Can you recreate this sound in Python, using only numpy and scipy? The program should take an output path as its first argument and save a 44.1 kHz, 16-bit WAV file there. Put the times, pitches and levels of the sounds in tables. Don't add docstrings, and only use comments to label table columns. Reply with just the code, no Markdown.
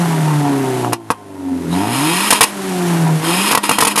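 import sys
import numpy as np
from scipy import signal
from scipy.fft import rfft, irfft
from scipy.io import wavfile

SR = 44100
rng = np.random.default_rng(int(sys.argv[2]) if len(sys.argv) > 2 else 0)


def master_out(mix):
    frames = np.transpose(np.atleast_2d(mix))
    ceiling = np.clip(frames, -1, 1)
    pcm = np.round(ceiling * 32767).astype(np.int16)
    wavfile.write(sys.argv[1], SR, pcm)


N = 176400
T = np.arange(N) / SR
HZ = np.fft.rfftfreq(N, 1 / SR)

# (time [s], level [dB])
GAS_FLOW = [(1.66, -60), (1.73, -29.5), (1.85, -28), (1.95, -19.5), (2.1, -17), (2.25, -16), (2.29, -15.5),
            (2.302, -24.5), (2.355, -14.5), (2.39, -20.5), (2.403, -33), (2.45, -24), (2.5, -29.5),
            (2.56, -58), (3.19, -69), (3.22, -32), (3.25, -18.5), (3.4, -16.5), (3.48, -14.5),
            (3.52, -15.5), (3.545, -25), (3.6, -39), (3.628, -36), (3.638, -13.5), (3.68, -22),
            (3.74, -17.5), (3.78, -25), (3.88, -24.5), (3.92, -18.5), (3.935, -30), (3.953, -34),
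            (3.96, -24), (3.99, -17.5)]


def amp(db):
    return 10 ** (np.asarray(db) / 20)


def unit(x):
    return x / np.sqrt(np.mean(abs(x) ** 2) + 1e-20)


def curve(table, column=1):
    rows = np.array(table)
    return np.interp(T, rows[:, 0], rows[:, column])


def response_db(points, hz=HZ):
    f, db = np.transpose(points)
    return np.interp(np.log(hz + 1), np.log(f + 1), db)


def noise(db):
    return unit(irfft(rfft(rng.standard_normal(N)) * amp(db), N))


def drift(hz):
    coarse = rfft(rng.standard_normal(N // 100))
    slow = irfft(coarse / (1 + (HZ[:len(coarse)] / hz) ** 4))
    return unit(np.interp(T, np.linspace(0, T[-1], len(slow)), slow))


def add(mix, start, sound):
    part = mix[round(start * SR):][:len(sound)]
    part += sound[:len(part)]


def filtered(x, kind, hz):
    return signal.sosfilt(signal.butter(2, hz, kind, fs=SR, output="sos"), x)


def decay(t, t60):
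    return np.exp(-np.log(1000) * t / t60)


def ring(modes, t, wave=np.sin):
    return sum(amp(db) * decay(t, t60) * wave(2 * np.pi * hz * t) for hz, db, t60 in modes)


def tailpipe_db():
    # (frequency [Hz], width [Hz], lift [dB])
    peaks = [(900, 130, 5), (1894, 70, 8.5), (2345, 75, 9), (2520, 53.4, 13), (2820, 180, 7),
             (3180, 27, 11), (3800, 240, 3.5), (4210, 110, 9), (4910, 80, 11.5), (5190, 270, 13),
             (6670, 290, 8), (9320, 140, 8.5)]
    return sum(db / (1 + (2 * (HZ - hz) / width) ** 2) for hz, width, db in peaks)


def puffs(phase, depth, flutter_db=0.78):
    return unit((1 + depth * np.cos(phase)) * amp(flutter_db * drift(hz=90)))


def road_scatter(x, cutoff_hz=3560):
    tail = noise(-10 * np.log10(1 + (HZ / cutoff_hz) ** 2)) * decay(T, t60=.088) * (T > .003)
    return amp(-6.5) / 2 * signal.fftconvolve(x, tail / np.linalg.norm(tail))[:N]


def throttle_whistle():
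    # (start [s], length [s], pitch [Hz], width [Hz], level [dB])
    whistle = (1.705, .05, 3880, 260, -30)
    start, length, hz, width, db = whistle
    swell = np.sin(np.pi * np.clip((T - start) / length, 0, 1))
    return amp(db) * swell * noise(-20 * np.log10(1 + (2 * (HZ - hz) / width) ** 2))


def tailpipe_rasp(phase):
    # (time [s], throat level [dB], hiss level [dB])
    levels = [(0, -23, -27.5), (.15, -25.5, -29), (.4, -28, -30.5), (.57, -26.5, -31.5), (.82, -29, -30),
              (.92, -35, -37.5), (.97, -55, -53), (1.09, -43, -47.5), (1.2, -46.5, -51.5), (1.35, -44, -47),
              (1.5, -40.5, -43), (1.68, -33.5, -38), (1.76, -28.5, -31), (1.9, -26.5, -37),
              (2.2, -30.5, -24.5), (2.5, -30.5, -33), (2.7, -28, -28.5), (2.95, -23.5, -26.5),
              (3.1, -25.5, -30.5), (3.18, -28.5, -28.5), (3.3, -22.5, -31), (3.6, -35.5, -38),
              (4, -28.5, -40)]
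    # (frequency [Hz], level [dB])
    throat_colour = [(20, 4), (65, -21.5), (150, -2), (220, -3), (290, 1.5), (390, 2.5), (470, -11),
                     (620, -4.5), (730, -3), (950, -3), (1150, -5), (1500, -6), (2000, -10), (3000, -21),
                     (5000, -40), (13000, -58)]
    # (frequency [Hz], level [dB])
    hiss_colour = [(500, -13), (1500, -3), (2800, -1), (4200, -4), (5100, -6), (5700, -5.5), (8000, -5.5),
                   (10300, -4), (12500, -8)]
    since_spit = (phase / (8 * np.pi) + .5) % 1
    lope = unit(1 + 0.37 * np.exp(-since_spit / 0.11))
    throat = noise(response_db(throat_colour)) * amp(curve(levels)) * puffs(phase, depth=0.2)
    hiss = noise(response_db(hiss_colour)) * amp(curve(levels, column=2)) * puffs(phase, depth=0.067)
    return throat * lope + hiss


def firing_bark(phase, muffler_band_hz=(675, 1067), puff_s=.0012):
    # (time [s], level [dB])
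    levels = [(0, -27), (.08, -26), (.14, -21.5), (.19, -37), (.28, -23.5), (.39, -25), (.46, -21),
              (.6, -33), (.69, -26.5), (.78, -28), (.87, -23), (.91, -47), (.97, -40.5), (1.2, -46),
              (1.35, -42), (1.49, -33), (1.62, -39), (1.718, -40), (1.73, -21), (1.82, -19), (1.9, -27.5),
              (2.0, -23.5), (2.25, -35), (2.5, -47), (2.7, -47), (2.87, -30), (3.09, -24), (3.16, -44),
              (3.3, -26), (3.6, -40), (4, -56)]
    # (frequency [Hz], level [dB], t60 [s])
    modes = [(724.4, -5, 0.13), (859, -3, 0.027), (931, 0, 0.051), (1066, -6.5, .035), (880, -1, 0.01),
             (1340, 1, 0.029), (1830, 8, 0.029)]
    cylinder_db = [-4.5, -0.5, 0, -6]
    firing = np.floor(phase / (2 * np.pi) + 0.204).astype(int)
    onsets = np.flatnonzero(np.diff(firing))
    scatter_db = 1.3 * rng.standard_normal(N)[:len(onsets)]
    pulses = np.zeros(N)
    pulses[onsets] = amp(np.array(cylinder_db)[firing[onsets] % 4] + scatter_db)
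    pipe = filtered(ring(modes, T[:SR // 5], np.cos), "bandpass", muffler_band_hz)
    puff = signal.lfilter([1], [1, -np.exp(-1 / (puff_s * SR))], pulses) * rng.standard_normal(N)
    return unit(signal.fftconvolve(pulses + .07 * puff, pipe)[:N]) * amp(curve(levels))


def gas_rush(phase):
    # (frequency [Hz], level [dB])
    colour = [(20, -35), (100, -30), (300, 6.5), (600, -8.5), (780, -14), (950, 7.5), (1250, 3.5),
              (1550, -3), (2500, -2.5), (3300, -1.5), (4500, -9.5), (6000, -14), (8000, -7), (9500, -4),
              (11000, -2.5), (12500, -9.5)]
    return noise(response_db(colour) + tailpipe_db()) * amp(curve(GAS_FLOW)) * puffs(phase, depth=0.16)


def exhaust_drone(firing_hz, phase):
    # (time [s], level [dB])
    fundamental = [(0.0, -11), (0.14, -14), (0.27, -11.5), (0.39, -11.5), (0.49, -21), (0.92, -21),
                   (0.98, -43), (1.1, -35), (1.16, -45.5), (1.57, -32), (1.67, -35), (1.78, -24.5),
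                   (2.14, -19.5), (2.47, -32.5), (2.57, -26), (2.84, -14.5), (3.02, -10), (3.16, -10.5),
                   (3.22, -21.5), (3.39, -16.5), (3.55, -27.5), (3.61, -29.5), (3.76, -26), (4.0, -28)]
    # (time [s], level [dB])
    octave = [(0.0, -25), (0.18, -27), (0.53, -12), (0.71, -23), (0.86, -25.5), (1.02, -45), (1.35, -48),
              (1.63, -27), (1.73, -13.5), (1.84, -24.5), (2.08, -13.5), (2.18, -31.5), (2.41, -31.5),
              (2.51, -52), (2.59, -27.5), (2.86, -18.5), (2.96, -19), (3.16, -36), (3.2, -25.5),
              (3.29, -16), (3.47, -43), (3.59, -42), (3.65, -60), (4.0, -41)]
    # (time [s], level [dB])
    twelfth = [(0.0, -28), (0.1, -50), (0.39, -32), (0.67, -15.5), (0.92, -23.5), (1.16, -49.5),
               (1.53, -12), (1.65, -28), (1.78, -13.5), (1.88, -24), (1.98, -59), (2.1, -30), (2.16, -41),
               (2.35, -34), (2.73, -39.5), (3.29, -27.5), (3.47, -40), (4.0, -45)]
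    # (time [s], level [dB])
    roughness = [(0, -20), (.15, -9.5), (.3, -17.5), (.55, -15.5), (.8, -17), (.93, -16), (.96, -37),
                 (1.16, -39), (1.3, -31.5), (1.48, -28.5), (1.66, -22.5), (1.76, -25), (2.05, -18),
                 (2.28, -37), (2.5, -22), (2.66, -19), (3.1, -14), (3.18, -17.5), (3.3, -25), (3.48, -35),
                 (3.6, -25), (4, -21)]
    # (frequency [Hz], gain [dB])
    pipe = [(30, -50), (80, -13), (120, -13), (160, 5.5), (225, -12.5), (280, 8.5), (330, -8.5),
            (400, -4.5), (460, -20.5), (530, -16.5), (620, -21), (720, -11.5), (800, -23.5), (1500, -50)]
    strong = {1: fundamental, 2: octave, 3: twelfth}
    load = np.clip(amp(curve(GAS_FLOW) + 32), 0, 1)
    hot_stretch = 1 + 0.058 * load
    drone = np.zeros(N)
    for order in np.arange(2, 29) / 4:
        if order in strong:
            level_db = curve(strong[order])
        else:
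            uneven_db = -21 if order % .5 == 0 else -28
            order_db = 0 if order % 1 == 0 else min(uneven_db + 8 * np.log2(order), 0)
            level_db = curve(roughness) + order_db + response_db(pipe, order * firing_hz / hot_stretch)
        shake = .06 + .035 * order
        gain = amp(level_db) * (1 + shake * drift(hz=35))
        drone += gain * np.cos(order * phase + shake * drift(hz=35) + 2 * np.pi * rng.random())
    return drone


def backfires(jet_rise_s=0.0017, outlet_hz=159):
    # (time [s], blast level [dB], jet level [dB], jet length [s])
    bangs = [(.2805, -12, -38, .004), (.3068, -13, -43, .004), (.3333, -18, -40, .004),
             (.3595, -16, -40, 0.003), (.8472, -8, -43, 0.0064), (0.9241, -10, -25, 0.0084),
             (0.931, -4, -12.5, 0.0036), (1.1034, 3.5, -22, 0.014), (2.3045, -9, -3, 0.0098),
             (2.3253, 3, -7, 0.0087), (2.4079, 5, -2.5, 0.0098), (2.4279, -3.5, -5.5, 0.014),
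             (3.0695, -22, -38, .005), (3.0928, -17, -44, .005), (3.512, -2.5, -13, .013),
             (3.5307, -1.5, -19, 0.006), (3.5496, 1, -7.5, 0.005), (3.575, 1, -11, 0.0045),
             (3.6929, 0, -6, 0.0027), (3.7122, 0.5, -12, 0.0048), (3.728, -25, -31, 0.0046),
             (3.7851, -0.5, -6, 0.0028), (3.8048, -4.5, -8.5, .011), (3.824, 4, -13.5, .014),
             (3.8487, -5.5, -9.5, 0.0072), (3.8698, -4, -11, .013), (3.958, -9.5, -12.5, 0.0069),
             (3.9758, -5.5, -11, 0.021)]
    # (frequency [Hz], level [dB], t60 [s])
    blast_modes = [(1083, 0.5, 0.0081), (963, -15.5, 0.038), (1280, -15, 0.018), (270, -12.5, 0.023),
                   (702.2, -25.5, 0.025), (525, -23, 0.066), (1800, -19.5, 0.032), (2616, -18.5, 0.028)]
    # (frequency [Hz], level [dB], t60 [s])
    metal_modes = [(1048, -39, .7), (2099, -56, .7), (3176, -54, .55)]
    # (frequency [Hz], level [dB])
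    jet_colour = [(20, -21), (100, -10), (250, 0.5), (550, -6.5), (950, 3.5), (1500, -2), (2700, 0.5),
                  (4000, -3.5), (6000, -5), (8000, -3), (10000, 2.5), (12500, -4.5)]
    t = T[:SR // 5]
    blasts, jets = np.zeros(N), np.zeros(N)
    metal = ring(metal_modes, T[:SR])
    gas = noise(response_db(jet_colour) + .4 * tailpipe_db())
    for start, blast_db, jet_db, length in bangs:
        detuned = [(hz * (1 + rng.uniform(-.12, .12)), db, t60) for hz, db, t60 in blast_modes]
        add(blasts, start, amp(blast_db) * ring(detuned, t))
        add(blasts, start, amp(blast_db) * metal)
        jet_shape = np.minimum(t / jet_rise_s, 1) * decay(np.maximum(t - length, 0), t60=0.025)
        add(jets, start, amp(jet_db) * jet_shape)
    return filtered(blasts + jets * gas, "highpass", outlet_hz)


def scene():
    # (time [s], firing rate [Hz])
    speed = [(0, 174.7), (.15, 159.3), (.5, 141.1), (.75, 126.5), (1, 112.7), (1.25, 99.9), (1.5, 89.7),
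             (1.69, 82.86), (1.76, 90), (1.85, 106.2), (2, 138.9), (2.15, 179.6), (2.27, 208.4),
             (2.4, 207.3), (2.55, 198.8), (2.75, 182.1), (3, 164.8), (3.2, 155.4), (3.3, 168.8),
             (3.48, 209.2), (3.6, 202.6), (4, 207.8)]
    firing_hz = curve(speed) * (1 + .002 * drift(hz=13.2))
    phase = 2 * np.pi * np.cumsum(firing_hz) / SR
    engine = exhaust_drone(firing_hz, phase) + firing_bark(phase)
    gas = tailpipe_rasp(phase) + gas_rush(phase) + throttle_whistle()
    bangs = backfires()
    return (engine + gas + bangs + road_scatter(bangs))[None]


def record(dry, low_cut_hz=63, top_hz=12700, knee=10):
    thin = filtered(dry, "highpass", low_cut_hz)
    clipped = thin / (1 + abs(thin) ** knee) ** (1 / knee)
    band_limit = signal.firwin(401, top_hz, window=("kaiser", 8), fs=SR)
    return signal.oaconvolve(clipped, band_limit[None], "same")


dry = scene()
out = record(dry)
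master_out(out)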